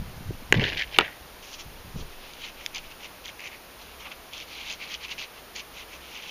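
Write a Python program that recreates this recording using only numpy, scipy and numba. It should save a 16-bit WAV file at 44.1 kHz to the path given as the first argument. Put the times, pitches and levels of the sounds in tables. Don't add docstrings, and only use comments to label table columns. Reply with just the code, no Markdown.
import sys
import numpy as np
from scipy import signal
from scipy.fft import rfft, irfft, next_fast_len
from scipy.io import wavfile
from scipy.ndimage import uniform_filter1d
from numba import njit

SR = 44100
rng = np.random.default_rng(int(sys.argv[2]) if len(sys.argv) > 2 else 0)


def dump(signal):
    limited = np.clip(np.atleast_2d(signal).T, -1, 1)
    pcm = np.round(limited * 32767).astype(np.int16)
    wavfile.write(sys.argv[1], SR, pcm)


def to_linear_factor(level_db):
    exponent = np.asarray(level_db, float) / 20
    return 10 ** exponent


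N = 277996
TIME = np.arange(N) / SR
FULL_PRESSURE_DB = -37


@njit
def ring(at, hz, t60, size, push):
    out = np.zeros(N)
    for k in range(len(at)):
        turn = np.exp(2j * np.pi * hz[k] / SR - np.log(1000) / (t60[k] * SR))
        ease, left, z = np.exp(-hz[k] / (push * SR)), 1., size[k] + 0j
        for i in range(at[k], min(N, at[k] + int(t60[k] * SR))):
            out[i] += z.imag * (1 - left)
            z *= turn
            left *= ease
    return out


def samples(s):
    return (s * SR).astype(np.int64)


def unit(x):
    return x / np.sqrt(np.mean(x ** 2))


def shaped(points):
    hz, db = np.transpose(points)
    n = next_fast_len(N)
    f = np.maximum(np.fft.rfftfreq(n, 1 / SR), 1)
    colour = to_linear_factor(np.interp(np.log(f), np.log(hz), db, -90, -90))
    return unit(irfft(rfft(rng.standard_normal(n)) * colour, n)[:N])


def walk(rate):
    k = int(SR / rate)
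    held = np.repeat(rng.standard_normal(N // k + 1), k)
    return 0.81 * uniform_filter1d(held, k)[:N]


def drawn(points):
    return np.interp(TIME, *np.transpose(points))


def above(x, hz):
    return signal.sosfilt(signal.butter(8, hz, "high", fs=SR, output="sos"), x)


def hollow(x, bands):
    for hz, width, depth in bands:
        x = x - np.clip(depth, 0, 1) * signal.lfilter(*signal.iirpeak(hz, hz / width, fs=SR), x)
    return x


def strokes(*kinds):
    t = np.arange(0, N / SR + .002, .001)
    power, columns = [], []
    for rows, rise_s, tilt_db, fall_s in kinds:
        s, length, db, *rest = np.transpose(rows)[:, :, None]
        done = np.clip((t - s) / length, 0, 1)
        edges = np.maximum(s - t, 0) / rise_s + np.maximum(t - s - length, 0) / fall_s
        level_db = db + tilt_db * done - max(tilt_db, 0) - 20 * edges
        power.append(to_linear_factor(np.maximum(level_db, -200)) ** 2)
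        columns.append(rest)
    power = np.concatenate(power)
    total = power.sum(0)
    blended = (np.concatenate(columns, axis=1) * power).sum(1) / total
    return [np.interp(TIME, t, c) for c in (10 * np.log10(total), *blended)]


# frequency [Hz], level [dB per Hz].
AIR_COLOUR = [(15, -47), (25, -2), (45, -7.5), (85, -12), (204, -10.5), (284, -10), (465, -8), (859, -9.5),
              (2150, -14.5), (2600, -13.5), (7000, -22.5), (9100, -50), (15400, -120)]
# pitch [Hz], level [dB].
DRONE = (62.4, -61)


def air():
    hz, db = DRONE
    drone = to_linear_factor(db) * shaped([(hz * 0.71, -18), (hz, 0), (hz * 1.25, -18)])
    wash = shaped(AIR_COLOUR + [(9000, -30)])
    return to_linear_factor(-47.5 + 0.16 * walk(2.63)) * wash + drone


# start [s], length [s], rumble [dB], flutter over rumble [dB].
GUSTS = [(0.001, 0.004, -27, -26), (.02, 0.12, -36.5, -8), (.17, 0.15, -37.5, -21), (.27, 0.051, -32, -19),
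         (.34, 0.19, -41, -13), (.51, 0.054, -31.5, -6), (.555, 0.093, -28, 8.5), (.66, 0.11, -35, 4),
         (.86, 0.14, -43.5, -7.5), (.985, 0.044, -37, 10), (1.04, 0.068, -46.5, -8),
         (1.22, 0.037, -44.5, -18), (1.3, 0.19, -55, -10), (1.665, 0.028, -38.5, -29),
         (1.72, 0.15, -48, -20), (1.85, 0.078, -43.5, -18), (1.955, 0.081, -35.5, -3.5),
         (2.1, 0.12, -54, -18), (2.44, 0.14, -58, -19), (2.78, 0.14, -51, -23), (3.0, .1, -63, -10)]
# [Hz, negative sucks first].
PUFFS = [(.206, -25, 195), (0.266, -27, 94), (0.289, -14.5, 111), (.306, -16, 360), (0.346, -29, 216),
         (0.421, -26.5, 229), (0.541, -17, 300), (0.5597, -5, 131), (0.5798, -7, 172), (.591, -10, -150),
         (0.617, -21, 152), (0.62, -10, 398), (1.002, -23, 172), (1.665, -31, 49), (1.73, -43, 71),
         (1.798, -34, 73), (1.943, -25, 102), (1.9585, -18.5, 186), (1.968, -23, -27), (1.977, -32, 129),
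         (1.987, -30, 132), (2.007, -29, 130), (2.043, -30.5, 134)]
# time [s], level [dB].
SWAY = [(0, -44), (.25, -45), (.45, -49), (.6, -41), (.85, -56), (1.0, -74), (1.4, -69), (1.65, -50),
        (1.85, -47.5), (1.98, -44), (2.15, -44), (2.3, -58), (2.55, -54.5), (2.85, -51), (3.0, -65),
        (3.3, -76)]


def wind():
    db, flutter_db = strokes((GUSTS, 0.03, -5, 0.083))
    deep = shaped([(12, -5), (30, -6.0), (55, -3.0), (90, -19)]) * to_linear_factor(4.2 * walk(24.8))
    rumble = shaped([(40, -7), (90, -0.5), (150, -4.5), (300, -17.5)]) * to_linear_factor(3.8 * walk(30.5))
    flutter = shaped([(100, 4.5), (170, -6.5), (400, 0.5), (700, -14), (1200, -14)]) * to_linear_factor(7.2 * walk(90))
    buffet = to_linear_factor(db - 7.5) * deep + to_linear_factor(1.265 * db + 4.5) * rumble + to_linear_factor(db + flutter_db - 11.5) * flutter

    s, puff_db, hz = np.transpose(PUFFS)
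    puffs = ring(samples(s), np.abs(hz), 6 / np.abs(hz), np.sign(hz) * to_linear_factor(puff_db + 2.5), 0.91)
    sway = shaped([(7, -9), (14, 5), (26, -3.5), (40, -39)]) * to_linear_factor(drawn(SWAY))
    earlier_gust = -to_linear_factor(-27.0) * np.exp(-(TIME / 0.005) ** 2)
    return buffet + puffs + earlier_gust + sway


def grit(curves, count, scatter_db, spread, cycles, edge_hz, dull_db, dull_hz,
         upper_db, upper_hz, bright_hz, bright_db, clump_db):
    db, hz, tick_db, thud_db = curves
    at = rng.integers(0, N, (4, count))
    size = to_linear_factor(scatter_db * np.minimum(rng.exponential(size=(4, count)), 4))
    pitch = np.exp(np.clip(rng.standard_normal((4, count)), -1.6, 1.6))
    narrowing = np.clip(2.0 - 0.1 * (db[at[0]] - FULL_PRESSURE_DB), .35, 1)
    f = np.clip([hz[at[0]] * pitch[0] ** (spread * narrowing),
                 upper_hz * pitch[1] ** .1,
                 bright_hz * pitch[2] ** .075,
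                 dull_hz * pitch[3] ** .22], 300, 7800)
    wall, upper, tick, thud = (unit(ring(at[k], f[k], cycles * stretch / f[k], size[k], 0.35))
                               for k, stretch in enumerate((1, 1.6, 2.4, 1)))
    mix = unit(above(above(wall, edge_hz), edge_hz))
    mix = mix + to_linear_factor(upper_db) * upper + to_linear_factor(bright_db + tick_db) * tick + to_linear_factor(thud_db + dull_db) * thud
    return to_linear_factor(db + clump_db * walk(120)) * mix


def settle():
    since = TIME - .989
    db = np.where(since > 0, -28 - 188 * since, -200)
    hz = 2400 - 2500 * np.clip(since, 0, .15)
    return grit((db, hz, -21, -5), count=40000, scatter_db=2.0, spread=0.25, cycles=25, edge_hz=1380,
                dull_db=-3.0, dull_hz=830, upper_db=-11, upper_hz=3320, bright_hz=5040, bright_db=-14,
                clump_db=2.0)


# start [s], length [s], level [dB], ring [Hz], dull thud [dB].
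SLIDES = [(.54, 0.056, -34, 2170, -4), (.606, 0.048, -37, 2500, -6), (.648, 0.063, -32.5, 2600, -14),
          (.7225, 0.012, -33.5, 2400, -8), (.745, 0.026, -39, 2400, -11), (.7735, 0.013, -31.5, 2940, -22),
          (.794, 0.032, -31.5, 2500, -18), (.835, 0.0069, -40, 2500, -20), (.86, 0.079, -53, 2500, -16),
          (.922, 0.023, -39.5, 2500, -5), (.943, 0.026, -34, 2530, -8)]


def rattle():
    db, hz, thud_db = strokes((SLIDES, .006, -4, 0.025))
    return grit((db, hz, -7.5, thud_db), count=6000, scatter_db=2.5, spread=0.27, cycles=10.0, edge_hz=1570,
                dull_db=-2.5, dull_hz=790, upper_db=-11.5, upper_hz=3700, bright_hz=4870, bright_db=-5.0,
                clump_db=4.0)


# start [s], length [s], peak [dB], ring [Hz], bright tick [dB].
PUSHES = [(1.512, 0.034, -43.5, 3170, 0.5), (1.585, 0.022, -42.5, 3000, 0.5), (1.97, 0.04, -47, 3000, 0.5),
          (2.09, 0.047, -51, 2750, -9), (2.19, 0.063, -48, 2980, -17), (2.4, 0.049, -39, 2980, -12),
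          (2.57, 0.042, -44.5, 2660, -10), (2.747, 0.019, -34, 2840, -9), (2.895, 0.019, -46.5, 2770, -10),
          (3.005, 0.052, -41.5, 2820, -8), (3.435, 0.037, -38.5, 2440, -6), (3.79, 0.033, -47, 3530, -5),
          (4.04, 0.032, -41, 2800, -24), (4.485, 0.13, -39, 2800, -10), (4.63, 0.08, -35, 2900, -10),
          (4.802, 0.021, -37, 2660, -16), (4.875, 0.071, -37, 2750, -9), (5.012, 0.037, -36.5, 2740, -12),
          (5.092, 0.031, -35, 2770, -9.5), (5.34, 0.042, -50, 2700, -12), (5.74, 0.052, -41.5, 2760, -7),
          (5.89, 0.043, -46.5, 2600, -6), (6.085, 0.078, -42.5, 2860, -4), (6.15, 0.043, -40.5, 2870, -14)]
# start [s], length [s], peak [dB], ring [Hz], bright tick [dB].
DRAGS = [(1.43, 0.076, -50, 2930, 0), (2.26, 0.14, -51, 2900, -9), (2.45, 0.047, -43, 2750, -11),
         (2.625, 0.045, -49.5, 2800, -4), (2.775, 0.02, -45, 2870, -14), (2.84, 0.038, -49, 2740, -9),
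         (3.25, 0.052, -44.5, 2950, -5), (3.396, 0.047, -47.5, 2420, -11), (3.515, 0.04, -45.5, 2270, -15),
         (3.85, 0.094, -52, 3150, -21), (4.005, 0.024, -45, 2800, -5.5), (4.116, 0.0083, -39.5, 2720, -13),
         (4.332, 0.097, -41.5, 3120, -9.5), (4.735, 0.0065, -41.5, 2930, 0),
         (4.835, 0.022, -42.5, 2630, -14), (5.188, 0.056, -38.5, 2800, -8.5),
         (5.557, 0.047, -40.5, 2800, -3.5), (5.805, 0.021, -43.5, 2920, -10), (5.935, 0.027, -46, 2600, -6),
         (6.015, 0.12, -48.5, 2940, -12), (6.225, 0.035, -41.5, 2900, -10), (6.275, .04, -43, 2920, -7)]
# time [s], level [dB].
UPPER_RING = [(1.4, -6), (2.0, -2.5), (2.5, -10.5), (3.3, -10), (3.55, -10), (3.8, -10), (4.1, -18),
              (4.35, -14), (4.52, -2), (4.62, -12), (4.73, -4.5), (5.1, -7.5), (5.57, -3.5), (5.7, -8.5),
              (6.3, -10)]


def fingers():
    db, hz, tick_db = strokes((PUSHES, 0.024, 8.5, 0.034), (DRAGS, 0.017, -1.5, 0.027))
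    packing = np.clip((db - FULL_PRESSURE_DB) / 10, -1, 1) / 2
    hz = hz * (1 + 0.054 * packing)
    thud_db = -16 + 11 * np.exp(-((TIME - 4.07) / 0.11) ** 2)
    return grit((db, hz, tick_db, thud_db), count=24000, scatter_db=2.0, spread=0.16, cycles=13.0, edge_hz=1840,
                dull_db=1.5, dull_hz=1184, upper_db=drawn(UPPER_RING), upper_hz=4230, bright_hz=5960,
                bright_db=-2.0, clump_db=0.86)


# time [s], peak [dB], ring [Hz].
SCOOP_STONES = [(0.5489, -25, 1880), (0.5521, -28, 2600), (0.5563, -31, 1780), (0.5812, -29, 2090),
                (0.5955, -16, 2250), (0.6005, -22, 2390), (0.6084, -20, 2120), (0.612, -20, 2800),
                (0.6164, -19, 2850), (0.6214, -22, 2060), (0.628, -20, 2720), (0.63, -22, 1710),
                (0.6382, -15, 2990), (0.6395, -13.5, 2930), (0.644, -18.5, 1990), (0.6495, -27, 3110),
                (0.652, -24, 2950), (0.658, -29, 1680), (0.6609, -27, 2800), (0.6635, -22, 1940),
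                (0.6677, -23, 2790), (0.674, -21.5, 1780), (0.68, -23, 2130), (0.6834, -26, 1900),
                (0.6898, -21, 3550), (0.6927, -26, 2440), (0.699, -21, 2780), (0.7212, -22, 2370),
                (0.7282, -22.5, 2600), (0.733, -23, 2330), (0.7478, -31, 3070), (0.759, -28, 2380),
                (0.772, -21, 2500), (0.7785, -20.5, 3800), (0.7927, -17.5, 3060), (0.797, -26, 3010),
                (0.8023, -20, 2060), (0.8066, -34, 3140), (0.8117, -21, 2490), (0.8205, -16, 2260),
                (0.8245, -27, 2600), (0.8354, -32, 2940), (0.8378, -30, 2040), (0.8418, -30, 3100),
                (0.8736, -37, 2780), (0.8923, -38, 2620), (0.914, -34, 3380), (0.9264, -32, 3050),
                (0.938, -34, 2750), (0.9439, -23, 2880), (0.9468, -23, 3050), (0.9516, -34, 3050),
                (0.9618, -29, 2500), (1.0209, -28, 1850), (1.0286, -31, 1850), (1.0401, -31, 2170),
                (1.0447, -31, 1860), (1.0495, -32, 1970), (1.0585, -30, 2250), (1.0787, -31, 1970),
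                (1.1241, -35, 1940)]
# time [s], peak [dB], ring
# [Hz], bright tick [dB].
SOIL_STONES = [(1.428, -38, 3120, -12), (1.5299, -33, 3090, -5), (1.538, -35, 3370, -3),
               (1.5404, -35, 3010, 1), (1.5944, -36, 3000, -2), (2.3353, -32.5, 3660, -4),
               (2.4175, -33, 3010, -8), (2.42, -37, 2610, -13), (2.4317, -35, 2770, -11),
               (2.4367, -26, 3140, -20), (2.4466, -32, 4080, -9), (2.4513, -36, 2650, -11),
               (2.4629, -34, 3080, -8), (2.4758, -32, 2710, -15), (2.484, -35, 2370, -12),
               (2.747, -29.5, 3660, 5), (2.7503, -37, 2410, -3), (2.7572, -34, 2900, -10),
               (2.759, -28, 3070, 0), (2.764, -27, 3220, -7), (2.7702, -36, 3060, -12),
               (2.781, -30, 2700, 1.5), (2.7876, -36, 3060, -11), (2.9123, -35, 2670, -10),
               (2.9204, -34, 2750, -15), (3.032, -31, 3100, -11), (3.0441, -31, 2650, -13),
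               (3.242, -34, 2960, -14), (3.2564, -29, 3200, -2), (3.2636, -33, 2010, -14),
               (3.2683, -37, 2240, -10), (3.28, -28, 3350, -17), (3.2861, -31, 3320, -17),
               (3.2911, -31, 2200, -17), (3.3936, -29.5, 2280, -14), (3.404, -29, 2510, -11),
               (3.416, -32, 2460, -19), (3.4409, -34, 2170, -12), (3.4772, -38, 2850, -12),
               (3.4849, -40, 2210, -17), (4.054, -36, 2790, -12), (4.117, -32.5, 2660, -16),
               (4.3338, -24.5, 3300, -11), (4.34, -32, 2920, -18), (4.371, -34, 3150, -17),
               (4.3789, -29, 3170, -5), (4.4014, -28.5, 2720, -6), (4.4096, -28, 2920, -14),
               (4.6993, -27, 2820, -5), (4.7104, -26, 2930, -7), (4.7137, -29, 3380, -5),
               (4.722, -29, 2850, -3), (4.7258, -29.5, 2560, 0), (4.7344, -28.5, 3100, -5),
               (4.8143, -32, 2360, -17), (4.8259, -31, 2590, -17), (4.8354, -36, 2200, -10),
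               (4.8381, -32, 2730, -15), (4.8656, -31, 2550, -18), (4.899, -34, 2220, -16),
               (4.9088, -30, 3060, -14), (4.917, -26, 3180, -14), (4.941, -23, 3000, -2),
               (4.9474, -19.5, 3020, -21), (4.9511, -31, 3750, -11), (4.9544, -34, 2940, -10),
               (5.0337, -30, 2440, -12), (5.0368, -33, 2700, -11), (5.0486, -27, 2680, -16),
               (5.0543, -34, 3230, -14), (5.0822, -32, 2600, -8), (5.0908, -31, 2930, -14),
               (5.11, -31, 2300, -12), (5.1128, -28, 2740, -17), (5.1155, -21, 2960, -16),
               (5.1203, -31, 2420, -11), (5.1806, -26, 2800, -15), (5.189, -31, 3430, -11),
               (5.1936, -26, 2650, -15), (5.21, -31, 2800, -9), (5.215, -26, 3040, -16),
               (5.2259, -32, 3110, -17), (5.232, -39, 2350, -15), (5.5613, -28.5, 2240, -0.5),
               (5.5824, -31, 2420, -20), (5.5947, -28, 2730, -5), (5.604, -30, 2580, -15),
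               (6.1737, -31, 2680, -7), (6.1995, -36, 2330, -19), (6.2317, -30, 2570, -19),
               (6.2359, -33, 3170, -18), (6.2937, -27, 3080, -16)]
# mode [Hz], level [dB], t60 [s].
SCOOP_WALL = [(1740, -8, 0.014), (2350, -17, 0.0055), (3000, -2, 0.0099), (4080, -19, 0.0055)]


def stones():
    in_scoop = [(*row, -28) for row in SCOOP_STONES]
    s, db, hz, bright_db = np.transpose(in_scoop + SOIL_STONES)
    at = samples(s + 0.0003)
    off = rng.standard_normal((len(s), 6)).T
    body = ring(at, hz, 26 / hz, to_linear_factor(db + 2.0), 0.3)
    body += ring(at + 9, hz * (1.58 + 0.17 * off[0]), 15 / hz, to_linear_factor(db - 12.5), 0.97)
    body += ring(at + 5, hz * (0.93 + 0.036 * off[1]), 22 / hz, to_linear_factor(db - 1.5), .6)
    body += ring(at + 3, 4300 + 300 * off[3], 11 / hz, to_linear_factor(db - 15), 0.56)

    bounce_at = at + samples(0.002235 * np.exp(0.13 * off[4]))
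    body += ring(bounce_at, hz * np.exp(0.09 * off[5]), 22 / hz, to_linear_factor(db - 2.5), 0.69)

    scoop = slice(len(SCOOP_STONES))
    for k, (wall_hz, wall_db, t60) in enumerate(SCOOP_WALL):
        level = to_linear_factor(db[scoop] + wall_db + 2.5 * off[k + 2, scoop])
        body += ring(at[scoop], wall_hz * np.exp(0.082 * off[k, scoop]), t60 + 0 * s[scoop], level, 1.0)

    ticks = 0
    for k, tick_hz, tick_db in ((2, 6100, 4.2), (3, 4890, 4.5)):
        ticks = ticks + ring(at, tick_hz + 250 * off[k], 17 / hz, to_linear_factor(db + bright_db + tick_db), 0.9)
    return above(body, 1510) + ticks


# time [s], peak [dB].
KNOCKS = [
    [(.5244, 8), (.5299, -16), (.5422, 0), (.9999, -0.5)],
    [(.9863, 6), (1.0092, -2.5), (1.0113, -19)],
    [(2.662, -8.5)],
]
# mode [Hz], level [dB], t60 [s].
SCOOP = [(417, -0.5, 0.014), (870, -3, 0.0067), (1103, -12, 0.014), (1680, 1, 0.011), (1960, 3, 0.0075),
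         (2250, 3, 0.0054), (2500, -7.5, 0.01), (2800, -7, 0.016), (3120, -28, 0.014), (4100, -24, 0.021),
         (6700, -5.5, 0.0025), (10400, -27, 0.003), (11600, -26, 0.0049), (14100, -36, .003)]
# mode [Hz], level [dB], t60 [s].
POT = [(399, -1.5, 0.018), (860, -8, 0.021), (963, -8.5, 0.027), (1270, -2, 0.021), (1406, -8.5, 0.041),
       (1900, -30, 0.47), (1970, -14, 0.014), (2380, -2, 0.014), (2780, 2.5, 0.011), (2980, -0.5, 0.012),
       (3490, 3, 0.0086), (4430, -10.5, 0.014), (4870, -20, 0.0076), (6050, -14, 0.0052),
       (13300, -18, .004), (14900, -18, .005)]
# mode [Hz], level [dB], t60 [s].
RIM = [(1100, -14, .004), (2330, -11, 0.011), (2600, -1, 0.0063), (3490, 6, 0.0043), (3920, -9, 0.0027),
       (5130, 5.5, 0.003), (6550, -1, 0.0028), (9800, -14, .003), (13200, -11, 0.0027), (15300, -10, .003)]
# centre [Hz], width [Hz], depth [0-1].
KNOCK_GAPS = [
    [(1300, 520, .85), (3620, 670, 0.94)],
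    [(1600, 200, 0.7), (3280, 200, 0.3)],
    [(4300, 400, .3)],
]


def knocks():
    out = 0
    for blows, body, gaps in zip(KNOCKS, (SCOOP, POT, RIM), KNOCK_GAPS):
        hz, mode_db, t60 = np.transpose(body)
        s, db = np.transpose(blows)[:, :, None]
        size = to_linear_factor(db + mode_db - 8.0 + (db - db[0]) * hz / 3500).ravel()
        at = samples(s + 0 * hz).ravel()
        hz, t60 = (hz + 0 * s).ravel(), (t60 + 0 * s).ravel()
        deep = ring(at, hz, t60, size * (hz < 1500), .6)
        thin = ring(at, hz, t60, size * (hz >= 1500), .4)
        out = out + hollow(deep + above(thin, 1480), gaps)
    return out


# centre [Hz], width [Hz], depth [0-1].
HOLLOWS = [
    (3670, 280, 0.13),
    (5200, 1200, 0.18),
]


def scene():
    in_pot = settle() + rattle() + fingers() + stones()
    return (air() + wind() + hollow(in_pot, HOLLOWS) + knocks())[None]


# frequency [Hz], level [dB per Hz].
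HISS_COLOUR = [(8000, -70), (8060, -15.5), (8600, -7.5), (9000, -3.5), (11700, -1), (11850, -52),
               (12000, -1.5), (15300, -2), (15340, -70)]


def camera_hiss(heard):
    loud = signal.lfilter([.002], [1, -.998], np.abs(heard))
    return to_linear_factor(-56) * shaped(HISS_COLOUR) / (1 + 9 * loud)


def starve(x, margin_db, chance_db):
    hz, _, z = signal.stft(x, SR, nperseg=2048)
    power = uniform_filter1d(np.abs(z) ** 2, size=13, axis=0) + 1e-20
    mid = power[(hz > 1500) & (hz < 4500)].mean(0)
    steady_mid = np.minimum(mid, np.roll(mid, 2))
    under_db = 10 * np.log10(steady_mid / power)
    luck = rng.standard_normal((len(hz) // 16 + 1, z.shape[1]))
    luck = np.repeat(luck, 16, axis=0)[:len(hz)]
    lost = (hz[:, None] > 6800) & (under_db > margin_db + chance_db * luck)
    return x - signal.istft(z * lost, SR, nperseg=2048)[1][:N]


def low_pass(x):
    return signal.sosfilt(signal.butter(12, 16510, fs=SR, output="sos"), x)


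def record(dry):
    low = signal.sosfilt(signal.butter(8, 7330, fs=SR, output="sos"), dry[0])
    low = signal.sosfilt(signal.ellip(10, .3, 65, 7600, fs=SR, output="sos"), low)
    top = to_linear_factor(3.5) * above(above(dry[0], 9450), 9450)
    top = signal.sosfilt(signal.cheby2(8, 45, 15900, fs=SR, output="sos"), top)
    mix = starve(low + top + camera_hiss(low), margin_db=43.0, chance_db=13.0)
    return low_pass(np.clip(mix, -1, 1)[None])


dry = scene()
out = record(dry)
dump(out)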